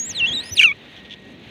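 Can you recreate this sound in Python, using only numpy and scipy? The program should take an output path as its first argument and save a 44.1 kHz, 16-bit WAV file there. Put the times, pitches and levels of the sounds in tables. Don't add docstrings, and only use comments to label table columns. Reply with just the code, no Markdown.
import sys
import numpy as np
from scipy import signal
from scipy.fft import rfft, irfft
from scipy.io import wavfile
from scipy.ndimage import uniform_filter1d

SR = 44100
rng = np.random.default_rng(int(sys.argv[2]) if len(sys.argv) > 2 else 0)


def to_wav(sig):
    pcm = np.clip(np.atleast_2d(sig), -1, 1) * 32767
    pcm = np.round(pcm).astype(np.int16)
    wavfile.write(sys.argv[1], SR, pcm.T)


def voltage_ratio(decibels):
    exponent = np.asarray(decibels, float) / 20
    return 10 ** exponent


N = 66150
WOBBLE_HZ = 139

# (frequency [Hz], relative level [dB])
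THROAT = [(1000, -47), (1600, -26), (2600, 10), (3400, -8), (4200, -12.5), (5000, -23.5), (6300, -9.5),
          (7500, -22.5), (8500, -22), (16000, -44.5)]
# (frequency [Hz], relative level [dB])
GRIT = [(1180, -45), (2000, -12), (2700, -1), (3450, 5), (4500, -19), (6200, -21), (8000, -40),
        (15600, -53)]


def rms_one(x):
    return x / np.sqrt(np.mean(x ** 2) + 1e-20)


def in_time(rows):
    s, *columns = np.transpose(rows)
    return [np.interp(np.arange(N) / SR, s, c) for c in columns]


def at_hz(points, hz):
    table_hz, table_db = np.array(points).T
    return np.interp(np.log(hz), np.log(table_hz), table_db)


def drift(rate_hz):
    r = np.exp(-2 * np.pi * rate_hz / SR)
    x = signal.lfilter([1], [1, -2 * r, r * r], rng.standard_normal(2 * N))[N:]
    return rms_one(x - x.mean())


def coloured(x, spectrum, tilt_db=0):
    hz = np.arange(N // 2 + 1) * SR / N + 1
    gain_db = at_hz(spectrum, hz) + tilt_db * np.log2(hz / 1000)
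    return rms_one(irfft(rfft(x) * voltage_ratio(gain_db), N))


def narrow(hz, width_hz):
    edges = [hz - width_hz / 2, hz + width_hz / 2]
    band = signal.butter(2, edges, "band", fs=SR, output="sos")
    return rms_one(signal.sosfilt(band, rng.standard_normal(2 * N))[N:])


def voice(rows, tilt, mouth, broken, third_db, main, count):
    jitter, break_jitter, tear_hz = 0.003, 0.037, 470
    hz, level_db = in_time(rows)
    slope_db, = in_time(tilt)
    waver = jitter * drift(WOBBLE_HZ) + break_jitter * broken * drift(tear_hz)
    hz = uniform_filter1d(hz, size=100) * (1 + waver)
    phase = 2 * np.pi * np.cumsum(hz) / SR
    t = np.arange(N) / SR
    harmonics = np.zeros(N)
    for k in range(1, count + 1):
        resonance_db = at_hz(mouth, k * hz) - at_hz(mouth, main * hz)
        weight_db = resonance_db + third_db * (k == 3) + slope_db * np.log2(k / main)
        audible = k * hz < SR / 2
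        harmonics += voltage_ratio(weight_db) * audible * np.sin(k * phase + k * k)
    inside = 1. * (t >= rows[0][0]) * (t < rows[-1][0])
    gate = uniform_filter1d(inside, size=100)
    return np.sqrt(2) * voltage_ratio(level_db) * gate * harmonics


def otter():
    # (time [s], share [0-1])
    break_up = [(.575, 0), (.588, .4), (.597, .1), (.607, .25), (.614, 1), (.634, .8), (.64, 0)]
    # (delay [s], level [dB])
    echoes = [(.004, -16.5)]
    pulse_hz, pulse_depth, pulse_uneven = 600, .45, .4
    broken = np.clip(in_time(break_up)[0], 0, 1)
    turns = np.cumsum(pulse_hz * (1 + pulse_uneven * drift(54.6))) / SR
    pulses = 1 - pulse_depth * broken * (.5 + .5 * np.cos(2 * np.pi * turns))
    direct = pulses * (whistle(broken) + throat_air()) + side_whistle() + squeal(broken)
    return direct + sum(voltage_ratio(db) * np.roll(direct, int(s * SR)) for s, db in echoes)


def whistle(broken):
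    # (time [s], pitch [Hz], level of the fundamental [dB])
    pitch_level = [(0.0, 6540.0, -22.5), (0.044, 6760.0, -29.5), (0.066, 7500.0, -33),
                   (0.08, 7700.0, -30.5), (0.09, 7552.0, -31.5), (0.104, 6500.0, -27.5),
                   (0.117, 5910.0, -30.5), (0.129, 4993.0, -52), (0.144, 4365.0, -45), (0.153, 4130, -29.5),
                   (.167, 3970, -27), (0.186, 3571.0, -24), (0.196, 3250.0, -24.5), (0.206, 2880, -17),
                   (0.216, 2738, -19.5), (0.249, 2686.0, -14.5), (0.258, 2788.0, -20),
                   (0.279, 3429.0, -24.5), (0.288, 3434.0, -19), (0.3, 3122.0, -25.5),
                   (0.309, 3305.0, -28.5), (0.321, 3240.0, -24), (0.339, 3827.0, -23.5),
                   (0.351, 4021.0, -23), (0.384, 3631.0, -23.5), (0.408, 3989.0, -28),
                   (0.417, 4260.0, -41.5), (0.432, 4150.0, -40), (0.435, 4548.0, -39.5),
                   (0.447, 4900.0, -43), (0.45, 4700.0, -49), (.456, 4880, -45), (.459, 5120, -35),
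                   (.462, 4980, -41), (0.467, 5200.0, -41), (.471, 5020, -44), (0.484, 4960.0, -43),
                   (0.4875, 5270.0, -44), (.492, 5060, -41), (0.5, 5200.0, -38), (0.507, 5507.0, -51),
                   (0.511, 5811.0, -36), (0.517, 5781.0, -46), (0.522, 6037.0, -29), (0.534, 6042.0, -29),
                   (0.543, 5816.0, -28.5), (0.549, 5275.0, -49.5), (0.561, 4858.0, -40.5),
                   (0.575, 3950.0, -19.5), (0.59, 3150.0, -13.5), (.592, 3000, -19.5), (0.594, 2900.0, -7),
                   (0.598, 2800.0, -5), (.604, 2550, -8.5), (0.606, 2460.0, -12), (.61, 2350, -14),
                   (0.614, 2287.0, -6.5), (0.618, 2212.0, -24), (0.622, 2438.0, -28), (0.625, 2341.0, -8),
                   (0.628, 2395.0, -17.5), (0.633, 2350.0, -3), (0.636, 2239.0, -19)]
    # (time [s], slope [dB per octave])
    tilt = [(0, -8), (.1, -7.5), (0.148, -4), (.22, -16), (.4, -6.5), (.5, 2), (.561, 6), (0.571, 1),
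            (0.578, -35), (0.586, -29), (.593, -6)]
    return voice(pitch_level, tilt, THROAT, broken, third_db=-3.5, main=1, count=5)


def throat_air():
    # (time [s], level [dB])
    air = [(0, -55), (.1, -68), (.13, -51), (.2, -68), (.42, -78.5), (.44, -45), (.52, -57.5), (.555, -45),
           (.575, -28.5), (.6, -25), (.62, -23), (.632, -25.5), (.642, -34), (.69, -62)]
    flicker_db, flicker_hz = 3.5, 64
    tilt_db_per_octave = 4
    noise = coloured(rng.standard_normal(N), THROAT, tilt_db_per_octave)
    return voltage_ratio(in_time(air)[0] + flicker_db * drift(flicker_hz)) * noise


def outdoors():
    # (frequency [Hz], relative spectrum level [dB])
    spectrum = [(25, -51), (59, -10.5), (119, -6.5), (233, -1), (274, -5.5), (433, -8.5), (1300, -21),
                (1900, -13.5), (3820, -14), (4870, -32.5), (6210, -38), (8570, -49.5), (15500, -48)]
    # (time [s], level [dB])
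    rumble_level = [(0, -45.5), (.3, -42), (.93, -49.5), (1.3, -43), (1.5, -48)]
    # (time [s], level [dB])
    hiss_level = [(0, -46), (.3, -41.5), (.55, -43.5), (.8, -46.5), (1.05, -48), (1.22, -50), (1.5, -47.5)]
    patchy_db, split_hz = 1.73, 630
    noise = coloured(rng.standard_normal(N), spectrum)
    rumble = signal.sosfiltfilt(signal.butter(2, split_hz, fs=SR, output="sos"), noise)
    hiss = noise - rumble
    rumble_gain = voltage_ratio(in_time(rumble_level)[0] + patchy_db * drift(3.3))
    hiss_gain = voltage_ratio(in_time(hiss_level)[0] + patchy_db * drift(3.7))
    return rumble_gain * rms_one(rumble) + hiss_gain * rms_one(hiss)


def throb():
    # (time [s], level [dB])
    level = [(.1, -53.5), (.3, -39.5), (.42, -60), (.53, -44.5), (.64, -70), (.75, -47), (.95, -58),
             (1.5, -53.5)]
    puffs_per_s, offset_s = 9.54, .092
    centre_hz, width_hz = 92, 55
    decay_s, attack_s = 0.028, 0.0045
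    since = (np.arange(N) / SR - offset_s) % (1 / puffs_per_s)
    beat = (1 - np.exp(-since / attack_s)) * np.exp(-since / decay_s)
    thud = np.sin(2 * np.pi * centre_hz * since) + 1.1 * narrow(centre_hz, width_hz)
    return voltage_ratio(in_time(level)[0]) * rms_one(beat * thud)


def tone():
    # (time [s], level of half the peak amplitude [dB])
    level = [(0, -59.5), (.3, -48), (.45, -52), (.8, -65), (1.0, -56), (1.1, -54), (1.35, -62), (1.5, -96)]
    tone_hz, chop_hz, chop_db = 1881, 40, 6
    sine = np.sin(2 * np.pi * tone_hz * np.arange(N) / SR)
    chop = chop_db * np.minimum(drift(chop_hz), .7)
    return voltage_ratio(in_time(level)[0] + chop) * 2 * sine


def side_whistle():
    # (time [s], mean frequency [Hz], peak level [dB])
    line = [(.435, 6350, -62), (.47, 6350, -56), (.499, 7000, -48), (.503, 7000, -68)]
    hz, level_db = in_time(line)
    t = np.arange(N) / SR
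    gate = (t > line[0][0]) * (t < line[-1][0])
    phase = 2 * np.pi * np.cumsum(hz * (1 + 0.017 * drift(WOBBLE_HZ))) / SR
    return gate * voltage_ratio(level_db) * np.sin(phase)


def squeal(broken):
    # (time [s], pitch [Hz], level near the second harmonic [dB])
    pitch_level = [(.613, 1577, -61), (.619, 1554, -19.5), (.63, 1566, -33), (.637, 1493, -12.5),
                   (.648, 1376, -9.5), (.661, 1327, -9), (.668, 1259, -21.5), (.679, 1213, -14),
                   (.688, 1156, -20), (.709, 1096, -21.5), (.717, 1134, -19.5), (.72, 1255, -31.5),
                   (.728, 1210, -28.5), (.732, 1200, -80)]
    # (time [s], slope [dB per octave])
    tilt = [(0.623, -6), (0.636, -7), (0.703, -11), (.73, -20)]
    # (frequency [Hz], relative level [dB])
    open_mouth = [(1000, -39), (1600, -30), (2300, 0.5), (2800, -0.5), (3500, -10), (4200, -27.5),
                  (5000, -42), (6300, -10.5), (7500, -52), (9000, -24.5), (11000, -29.5), (12500, -37),
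                  (16000, -44)]
    return voice(pitch_level, tilt, open_mouth, broken, third_db=0, main=2.087, count=12)


def scuffs():
    # (start [s], length [s], level at the middle [dB])
    strokes = [(0.964, 0.045, -47), (1.046, 0.023, -46.5), (1.102, 0.048, -38.5)]
    grains_per_s, spread_db = 990, -4
    struck = rng.random(N) < grains_per_s / SR
    strength = voltage_ratio(spread_db * np.minimum(rng.exponential(1, N), 4))
    grains = struck * strength * rng.choice([-1, 1], N)
    t = np.arange(N) / SR
    envelope = np.zeros(N)
    for s, length, db in strokes:
        arch = np.sqrt(np.abs(np.sin(np.pi * np.clip((t - s) / length, 0, 1))))
        envelope += voltage_ratio(db) * arch * (t < s + length)
    return envelope * coloured(grains, GRIT)


def cracks():
    # (time [s], peak level [dB])
    pebbles = [(.966, -28), (.971, -31.5), (.989, -48), (1.0517, -40), (1.0986, -29), (1.109, -25.5),
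               (1.117, -31), (1.12, -30), (1.128, -23), (1.139, -25.5)]
    clicks = np.zeros(N)
    for s, db in pebbles:
        clicks[int(s * SR)] = voltage_ratio(db)
    out = coloured(clicks, GRIT)
    return out * clicks.max() / np.abs(out).max()


def scene():
    return (otter() + outdoors() + throb() + tone() + scuffs() + cracks())[None]


def top_cut(x):
    return signal.sosfilt(signal.butter(12, 15640, fs=SR, output="sos"), x)


def record(dry):
    low_hz, ceiling = 45, .95
    x = signal.sosfilt(signal.butter(2, low_hz, "high", fs=SR, output="sos"), dry)
    x = x / (1 + np.abs(x / ceiling) ** 6) ** (1 / 6)
    return top_cut(x)


dry = scene()
out = record(dry)
to_wav(out)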